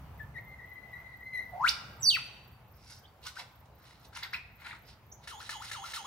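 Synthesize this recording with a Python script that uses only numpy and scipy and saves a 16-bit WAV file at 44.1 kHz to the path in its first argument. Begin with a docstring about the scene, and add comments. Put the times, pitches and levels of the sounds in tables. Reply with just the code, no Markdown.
"""Leafy forest, a large songbird some metres from the two microphone ports of a camera.
It opens with two slurs and a long wavering whistle, then a rising whip, a chip and a stepped falling whip;
hoarse rasps and quick chips follow, then a galloping phrase sung with both sides of its voice box.
Whistles are unsteady sines, rasps are slaps and breath in resonant cavities, gallops open with clicks.
Throughout, the trees answer the song, a bush cricket rasps in threes, far traffic and leaves murmur."""
import sys
import numpy as np
from scipy import signal
from scipy.fft import rfft, irfft, next_fast_len
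from scipy.io import wavfile
from scipy.ndimage import uniform_filter1d, map_coordinates

SR = 44100
rng = np.random.default_rng(int(sys.argv[2]) if len(sys.argv) > 2 else 0)


def wav_record(signal):
    """Record a signal, one row per channel, as 16-bit PCM in the file named by sys.argv[1]."""
    frames = np.transpose(np.atleast_2d(signal))
    bounded = np.clip(frames, -1, 1)
    # unit amplitude maps onto the largest positive 16-bit level
    quanta = np.round(bounded * 32767).astype(np.int16)
    wavfile.write(sys.argv[1], SR, quanta)


N = 267466
TOP_HZ = 15800  # upper limit of the microphone's band


def amp(db):
    """Gain of a level in dB."""
    return 10 ** (np.asarray(db) / 20)


def unit(x):
    """x at rms 1."""
    return x / np.sqrt(np.mean(x ** 2) + 1e-20)


def along(points, hz):
    """Reads (f/Hz, value) points on a log frequency axis."""
    f, value = np.transpose(points)
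    return np.interp(np.log(hz + 1), np.log(f + 1), value)


def span(rows, start=0):
    """Sample numbers covered by the rows, a soft edge, and each column read at those samples."""
    t, *columns = np.transpose(sorted(rows))
    first, last = start + t[0], start + t[-1]
    at = np.arange(round(first * SR), min(N, round(last * SR)))
    edge = np.clip(np.minimum(at / SR - first, last - at / SR) / 0.0014, 0, 1)
    return at, edge, [np.interp(at / SR - start, t, c) for c in columns]


def wobble(rate, size=N):
    """A smooth random curve, rate knots a second."""
    knots = rng.standard_normal(int(size * rate / SR) + 4)
    return map_coordinates(knots, [np.arange(size) * rate / SR])


def filtered(x, response):
    """x times a complex response of frequency."""
    m = next_fast_len(N + SR // 2)
    return irfft(rfft(x, m) * response(np.fft.rfftfreq(m, 1 / SR)), m)[..., :N]


def resonance(f, centre, width):
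    """Response of one damped cavity, 1 at its centre."""
    return 1j * f * width / (centre * centre - f * f + 1j * f * width)


def resonant(x, modes):
    """x passed twice through side-by-side resonances of alternating sign, at rms 1."""
    def tube(f):
        return sum((-1) ** k * amp(db) * resonance(f, c, w) for k, (c, w, db) in enumerate(modes))
    return unit(filtered(x, lambda f: tube(f) ** 2))


# overtones of the voice, before each note's strength: multiple of the pitch, level/dB re fundamental
OVERTONE_LEVELS = [(2, -20.5), (3, -31), (4, -41), (5, -29), (6, -28.5)]
THROAT_HZ, THROAT_WIDTH_HZ, THROAT_DB = 1416, 83, 7.5  # clear notes swell as they cross this resonance
BRIGHTENS, WHIP_BRIGHTENS = 0.26, 0.43  # dB of overtones per dB of loudness within a note


def sing_note(out, rows, brassy_db, rough, flutter, start=0, gain_db=0, spread=0, brightens=BRIGHTENS):
    """Sings a clear note: a membrane swings almost as a sine, unsteady in size and timing, overtones weak."""
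    at, edge, (hz, db) = span(rows, start)
    brassy_db = brassy_db + brightens * (db - db.max())

    def throat(f):
        return amp(THROAT_DB / (1 + ((f - THROAT_HZ) / THROAT_WIDTH_HZ) ** 2))

    # the size of shake wavers the loudness, its angle the timing
    shake = 1 + rough * (wobble(flutter, len(at)) + 1j * wobble(flutter, len(at)))
    shake = shake / np.sqrt(1 + 2 * rough ** 2)
    detuned_hz = hz * (1 + spread * rng.standard_normal())
    phase = 2 * np.pi * np.cumsum(detuned_hz) / SR + np.angle(shake)
    tone = throat(hz) * np.sin(phase)
    for k, level in OVERTONE_LEVELS:
        in_band = k * hz < TOP_HZ
        tone = tone + amp(level + brassy_db) * throat(k * hz) * np.sin(k * phase) * in_band
    out[at] += np.sqrt(2) * edge * amp(db + gain_db) * np.abs(shake) * tone


# the rising whip, before throat swell: t/s, f/Hz, level/dB
RISING_WHIP = [(1.52, 800, -55.5), (1.54, 692.7, -42.5), (1.59, 783, -44), (1.611, 922.4, -31),
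               (1.649, 1419, -29), (1.665, 1973, -31), (1.697, 6100, -22.5)]


def rising_whip():
    """Rows of a whistle whose period changes evenly between points, so a climb in pitch speeds up."""
    t_points, hz, db = np.transpose(RISING_WHIP)
    t = np.linspace(t_points[0], t_points[-1], num=80)
    period = np.interp(t, t_points, 1 / hz)
    return list(zip(t, 1 / period, np.interp(t, t_points, db)))


ONSET_DB, FADE_DB = -18, -9.5  # start and end of a short note, under its turn
SCOOP_FROM_S, SCOOP_LOW_S, SCOOP_LOW_HZ = .024, .098, 786  # s after the scoop's time origin
FLICK_S, FLICK_BACK_S, FLICK_BACK_HZ = .143, .16, 1210
DIP_BEND, CLIMB_BEND = 170, 440  # log pitch over the low point per s squared, before and after it
FLICK_DB = -5  # the flick is softer than the dip


def scoop(top_hz):
    """Rows of the low voice of a gallop: a slow dip, a quicker climb, a flick back down."""
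    t = np.linspace(SCOOP_FROM_S, FLICK_S, num=40)
    dipping = t < SCOOP_LOW_S
    bend = np.where(dipping, DIP_BEND, CLIMB_BEND)
    hz = SCOOP_LOW_HZ * np.exp(bend * (t - SCOOP_LOW_S) ** 2)
    db = ONSET_DB * np.clip(1 - (t - SCOOP_FROM_S) / 0.018, 0, 1)
    db = db + FLICK_DB * (t > SCOOP_LOW_S) * (hz > THROAT_HZ)
    capped_hz = np.where(dipping, hz, np.minimum(hz, top_hz))
    return [*zip(t, capped_hz, db), (FLICK_BACK_S, FLICK_BACK_HZ, FLICK_DB)]


# smooth opening notes: t/s, turn after t/s, length/s, start f/Hz, turn f/Hz, end f/Hz,
# level at the turn/dB, overtone strength/dB
OPENING_SLURS = [(.188, 0.0163, .036, 2150, 1727, 1760, -44.5, -7),
                 (.342, .026, 0.05, 2114, 1830, 2230, -40.5, -3)]
# short fluttering notes, same columns
CHIP_NOTES = [(1.998, 0.017, 0.029, 7820, 7680, 6830, -47.5, -8.5),
              (3.03, .022, .036, 3350, 3050, 4350, -59, -18),
              (3.068, .012, .026, 4400, 4550, 4500, -68, -18),
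              (4.126, .006, .02, 1200, 1460, 1900, -59, -10),
              (3.245, 0.0254, 0.033, 860, 1350, 1440, -49, 2),
              (3.36, 0.0123, 0.022, 1373, 1384, 1920, -49, -10),
              (3.382, 0.0062, 0.04, 968, 921, 910, -50.5, -7.5),
              (4.225, .005, .014, 1034, 2080, 5270, -36.5, 3.5),
              (4.241, 0.00287, .029, 2800, 2105, 1278, -45, 5),
              (4.331, 0.0045, 0.0098, 1080, 1950, 2590, -32.5, 4.5),
              (4.339, 0.0044, 0.017, 2377, 2585, 2537, -33, -5),
              (4.708, 0.00398, .012, 1290, 1980, 4410, -42.5, -14),
              (4.722, 0.0079, .022, 2310, 1397, 874, -49.5, -15),
              (5.116, 0.0075, 0.0152, 5950, 5940, 7200, -46.5, -3)]
# the long wavering whistle, before throat swell: t/s, f/Hz, level/dB
LONG_WHISTLE = [(.44, 2086, -67), (.53, 2067, -50), (.575, 2061, -61), (0.604, 1880, -50),
                (0.638, 1974, -55), (.8, 2020, -54), (.922, 1996, -59), (.938, 1969, -46),
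                (1.02, 2011, -55.5), (1.14, 1979, -51), (1.198, 1990, -62.5), (1.213, 1944, -50),
                (1.265, 2061, -47), (1.323, 2050, -50.5), (1.341, 2046, -36.5), (1.391, 1957, -32.5),
                (1.402, 2092, -40), (1.428, 1983, -41), (1.445, 2010, -56)]
# the stepped falling whip, before throat swell: t/s, f/Hz, level/dB
FALLING_WHIP = [(2.022, 5280, -59.5), (2.025, 5980, -31.5), (2.038, 6030, -28.5), (2.052, 5600, -28.5),
                (2.06, 4590, -28.5), (2.093, 4577, -23.5), (2.11, 3220, -29), (2.14, 2686, -35),
                (2.151, 2606, -26.5), (2.17, 1424, -40.5), (2.19, 735, -59)]
# gallops: t/s, then gains on each part's own levels: click level/dB, scoop level/dB, upper voice level/dB,
# rasp level/dB; top of the flick f/Hz, lateness of the scoop t/s
GALLOPS = [(5.272, -34, -52, -3, -5.5, 2090, .002), (5.491, -28, -51, 2.5, -1.3, 2160, -.001),
           (5.712, -30.5, -49, 0.5, -1.1, 1410, -.002), (5.933, -32, -49, 1, 1.5, 2100, -0.0049)]
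# high voice of a gallop: t/s after its start, f/Hz, level/dB before the gallop's gain
UPPER_VOICE = [(.035, 3052, -64.5), (0.054, 3168, -57.5), (.1, 3280, -59), (.124, 3390, -56),
               (.139, 2315, -59)]
# a flatter, plain tone just under the high voice, same columns
UNDER_VOICE = [(.03, 2896, -64), (.06, 2960, -53), (.105, 3000, -66)]
CHIP_ONSET_DB = -18.5  # start of a chip, under its turn
SECOND_HZ, SECOND_DB = 2087, -11  # the other side of the voice box holds one pitch under the long whistle


def whistles():
    """The clear notes, and both voices of each gallop, from the two sides of the voice box."""
    out = np.zeros(N)
    # unsteadiness as a share of the swing, then its speed in knots per s
    for notes, onset_db, rough, flutter in [(OPENING_SLURS, ONSET_DB, .25, 90),
                                            (CHIP_NOTES, CHIP_ONSET_DB, .75, 450)]:
        for t, turn, length, start_hz, turn_hz, end_hz, db, brassy_db in notes:
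            rows = [(0, start_hz, onset_db), (turn, turn_hz, 0), (length, end_hz, FADE_DB)]
            sing_note(out, rows, brassy_db, rough, flutter, start=t, gain_db=db)
    # overtone strengths
    held_db, rise_db, fall_db, scoop_brass_db, upper_brass_db = -2, -6, 3.0, -8, 18.5
    sing_note(out, LONG_WHISTLE, held_db, .7, 125)
    second_side = [(t, SECOND_HZ, db) for t, _, db in LONG_WHISTLE]
    sing_note(out, second_side, held_db - 9, .6, 110, gain_db=SECOND_DB)
    sing_note(out, rising_whip(), rise_db, .3, 400, brightens=WHIP_BRIGHTENS)
    sing_note(out, FALLING_WHIP, fall_db, .33, 280)
    for t, _, scoop_db, upper_db, _, top_hz, late in GALLOPS:
        sing_note(out, scoop(top_hz), scoop_brass_db, .2, 150, start=t + late, gain_db=scoop_db, spread=.015)
        sing_note(out, UNDER_VOICE, scoop_brass_db, .8, 250, start=t, gain_db=upper_db, spread=.01)
        sing_note(out, UPPER_VOICE, upper_brass_db, 1.1, 350, start=t, gain_db=upper_db, spread=.015)
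    return out


# hoarse notes: peak t/s, rise t/s, fall t/s, mouth level/dB, then chest, tongue and beak level/dB re mouth
HOARSE_NOTES = [(1.688, 0.049, 0.028, -38.5, -23, -5, -2.5), (2.915, 0.18, 0.09, -64.5, 0, 7, 2),
                (3.268, 0.052, 0.035, -46, -2.5, -3.5, -4.5), (3.393, 0.052, 0.035, -48.5, 0.5, -1.5, -4.5),
                (3.658, .018, .012, -73.5, -9, -2.5, 2), (3.881, 0.16, 0.14, -65.5, 1.3, -4, -5.5),
                (4.055, 0.065, 0.024, -63.5, -6, -6, -5), (4.165, 0.044, 0.049, -49.5, 3.5, -3, -5.5),
                (4.233, 0.018, 0.03, -43, 3.5, -6, -24.5), (4.339, 0.02, 0.036, -47.5, 4, -5.5, -16),
                (4.666, 0.095, .11, -54.5, 7.5, -14, -8), (4.886, 0.054, 0.06, -60.5, -6, -0.5, -8.5),
                (5.245, 0.053, 0.027, -61.5, 0, -5, -6)]
# rasp of one gallop: t/s after its start, level/dB before the gallop's gain
GALLOP_RASP = [(.003, -46), (.008, -44.5), (.03, -48), (0.101, -73), (.14, -51.5), (.215, -52.5)]
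# balance of that rasp: chest, tongue, beak level/dB re mouth
GALLOP_RASP_SHAPE = (-2.5, -6, -3.5)
# low throat resonances: f/Hz, width/Hz, level/dB, all for one of the two passes
CHEST_MODES = [(954, 300, 0.5), (1395, 170, 5), (2084, 620, 3)]
# mouth resonances, same columns
MOUTH_MODES = [(2570, 540, 3.5), (4054, 1040, 6)]
# tongue resonances, same columns
TONGUE_MODES = [(4740, 1200, 1.5), (5680, 1150, 1.5)]
# beak resonances, same columns
BEAK_MODES = [(6350, 2500, 1), (8930, 740, 4), (10200, 1960, 0), (13500, 2100, -18)]
# air through the beak, same columns
HISS_MODES = [(13300, 3000, 0)]
RASP_START_DB, RASP_END_DB = -26, -13.5  # under the peak
HISS_DB, HISS_GROWS = -16.5, .6  # re mouth for a peak of -48.5 dB; dB more per dB of strength


def rasps():
    """Membranes slap shut unevenly; each slap rings chest, mouth, tongue and beak, and hisses more when loud."""
    slaps_per_s = 700 * (1 + .06 * wobble(30) + .3 * wobble(500))
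    beats = np.cumsum(slaps_per_s) / SR
    slaps = np.diff(np.floor(beats), prepend=0) * amp(3 * wobble(400))
    breath = 1.1 * amp(3 * wobble(250)) * rng.standard_normal(N)
    source = unit(slaps) + breath
    notes = []
    for t, rise, fall, db, *shape in HOARSE_NOTES:
        notes.append((t, db, [(-rise, RASP_START_DB), (0, 0), (fall, RASP_END_DB)], shape))
    for gallop in GALLOPS:
        notes.append((gallop[0], gallop[4], GALLOP_RASP, GALLOP_RASP_SHAPE))
    gains = np.zeros((5, N))
    for start, gain_db, rows, shape in notes:
        at, edge, (db,) = span(rows, start)
        hiss_db = HISS_DB + HISS_GROWS * (gain_db + db.max() + 48.5)
        balance_db = np.array([0, *shape, hiss_db])[:, None]
        gains[:, at] += edge * amp(gain_db + db + balance_db)
    out = np.zeros(N)
    for gain, modes in zip(gains, (MOUTH_MODES, CHEST_MODES, TONGUE_MODES, BEAK_MODES, HISS_MODES)):
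        # each cavity sputters on its own as the throat shifts
        out += gain * amp(2.2 * wobble(140)) * resonant(source, modes)
    return out


def clicks():
    """Three quick snaps of the voice box open each gallop, with a puff of air."""
    snaps, t = np.zeros(N), np.arange(SR // 50) / SR
    for start, db, *_ in GALLOPS:
        puff = amp(db + 1.5 - 60 * t / 0.022) * rng.standard_normal(len(t))
        snaps[round((start + .002) * SR):][:len(t)] = puff
        for late, snap_db in [(.002, 4.5), (.0043, 6.5), (.0066, -0.5)]:
            snaps[round((start + late) * SR)] += amp(db + snap_db + 18.5)
    # f/Hz, width/Hz, level/dB
    throat = [(1900, 500, 3), (4000, 700, -7), (5500, 700, -7), (11000, 6000, -30)]

    def voice_box(f):
        blunt = 1 / (1 + 1j * f / 2500)  # soft tissue rounds each snap
        return blunt * sum(amp(db) * resonance(f, c, w) for c, w, db in throat)
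    return filtered(snaps, voice_box)


# decay of the far trunks' echo: f/Hz, t60/s
TRUNK_DECAY = [(700, 0.85), (2100, 0.93), (5500, 0.6), (8000, 0.74), (14000, 0.22)]


def trees(x):
    """Near leaves scatter the song briefly, far trunks for long; each stretch of it meets a new tail."""
    out, step = np.zeros((2, N + 2 * SR)), SR // 3
    for start in range(0, N, step):
        hz, t, z = signal.stft(rng.standard_normal((2, SR)), SR, nperseg=256)
        trunks = amp(-60 * t / along(TRUNK_DECAY, hz)[:, None])
        leaves = 3.5 * amp(-60 * t / .16)
        tail = signal.istft(z * (trunks + leaves), SR, nperseg=256)[1]
        tail = tail * np.clip(np.arange(tail.shape[1]) / SR / 0.0025, 0, 1)
        wet = signal.fftconvolve(x[None, start:start + step], tail / np.linalg.norm(tail[0]), axes=1)
        out[:, start:start + wet.shape[1]] += wet
    left, right = out
    return np.array([left + 0.065 * right, right + 0.17 * left])[:, :N]


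# starts of the cricket's chirps: t/s
CHIRP_STARTS = [.145, .409, .66, .922, 1.169, 1.419, 1.668, 1.933, 2.18, 2.444, 2.682, 2.955, 3.221, 3.521,
                3.755, 3.998, 4.27, 4.525, 4.79, 5.065, 5.31, 5.567, 5.826]
# wing strokes of a chirp: t/s after its start, length/s, level/dB before the chirp's own level
WING_STROKES = [(-.008, .022, -5), (0.026, .026, -2.5), (0.062, 0.04, -4)]
# wing resonances: f/Hz, width/Hz, level/dB, all for one of the two passes
WING_MODES = [(12700, 670, -10.5), (13680, 620, -7), (15400, 650, -11)]


def cricket():
    """Each wing stroke drags a scraper over a row of teeth, swelling and fading."""
    strokes = np.zeros(N)
    for start in CHIRP_STARTS:
        chirp_db = -62.5 - .4 * start  # slowly fainter
        for late, length, stroke_db in WING_STROKES:
            shape = np.hanning(round(length * SR)) ** .6
            strokes[round((start + late) * SR):][:len(shape)] += amp(stroke_db + chirp_db) * shape
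    teeth = rng.standard_normal((2, N)) * amp(2.5 * wobble(600))
    blurred = uniform_filter1d(np.roll(strokes, 600), 2500) * .3  # a soft, slightly late haze
    return (strokes + blurred) * resonant(teeth, WING_MODES) * amp([[-1.2], [1.2]])  # nearer the right


# likeness of the background at the two ports: f/Hz, left-right correlation
PORT_LIKENESS = [(60, 1), (240, 0.89), (950, 0.72), (3770, 0.027), (15000, 0.091)]


def rush(spectrum, patchy_db):
    """Stereo noise of rms 1 with patches of random gain, its ports less alike where the table says so."""
    z = signal.stft(rng.standard_normal((2, N)), nperseg=512)[2]
    field = uniform_filter1d(rng.standard_normal(z.shape[1:]), 6, 0)
    field = uniform_filter1d(field, 14, 1)
    pair = signal.istft(z * amp(patchy_db * unit(field)), nperseg=512)[1][:, :N]

    def mid_side(hz):
        turn = np.arccos(np.clip(along(PORT_LIKENESS, hz), -1, 1)) / 2
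        return amp(along(spectrum, hz)) * [np.cos(turn), np.sin(turn)]
    mid, side = filtered(pair, mid_side)
    return unit(np.array([mid + side, mid - side]))


# loudness of the background, before its small wavering: t/s, rumble level/dB, murmur level/dB
AIR_LEVELS = [(0.0, -47.5, -57), (0.79, -59, -60), (2.04, -52.5, -57), (2.51, -59.5, -62),
              (4.79, -59, -62.5), (6.06, -60.5, -62)]
# colour of the far traffic: f/Hz, relative level per Hz/dB
RUMBLE_SPECTRUM = [(20, -27.5), (40, -14), (65, 0.5), (85, -2.5), (125, -1.5), (180, -12), (300, -21.5),
                   (600, -67.5)]
# colour of leaves and distant insects: f/Hz, relative level per Hz/dB
MURMUR_SPECTRUM = [(120, -48), (200, 3.5), (240, -6), (305, -3.5), (836, 2), (1650, -7), (1810, -8),
                   (4120, -19), (4680, -20), (8270, -28), (14100, -21), (16000, -19.5)]


def air():
    """Far traffic rumbles under the murmur of leaves and distant insects, both as shaped noise."""
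    at, _, levels = span(AIR_LEVELS)
    rumble_db, murmur_db = (np.interp(np.arange(N), at, c) for c in levels)
    rumble = amp(rumble_db + wobble(6)) * rush(RUMBLE_SPECTRUM, patchy_db=.8)
    murmur = amp(murmur_db + .9 * wobble(4)) * rush(MURMUR_SPECTRUM, patchy_db=1.6)
    return rumble + murmur


# shading of the bird by the camera body: f/Hz, left minus right level/dB
BODY_SHADE = [(700, -3.5), (1290, 9), (2380, 3), (4400, -9.5), (8120, 2.5), (15000, -9)]
# lead of the left port over the right: f/Hz, phase/rad
PORT_LEAD = [(500, 0.18), (1400, 0.34), (2500, 1.45), (4500, 1.32), (9000, 1.16)]


def scene():
    """The bird reaches the two ports shaded and out of step, with its echoes, over cricket and air."""
    bird = whistles() + rasps() + clicks()
    sides = np.array([[.5], [-.5]])  # half of each difference to either port

    def ports(hz):
        return amp(sides * along(BODY_SHADE, hz)) * np.exp(1j * sides * along(PORT_LEAD, hz))
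    direct = filtered(bird, ports)
    return direct + amp(-3.5) * trees(bird) + cricket() + air()


def record(dry):
    """The camera keeps nothing above its band limit."""
    return filtered(dry, lambda hz: hz < TOP_HZ)


dry = scene()
out = record(dry)
wav_record(out)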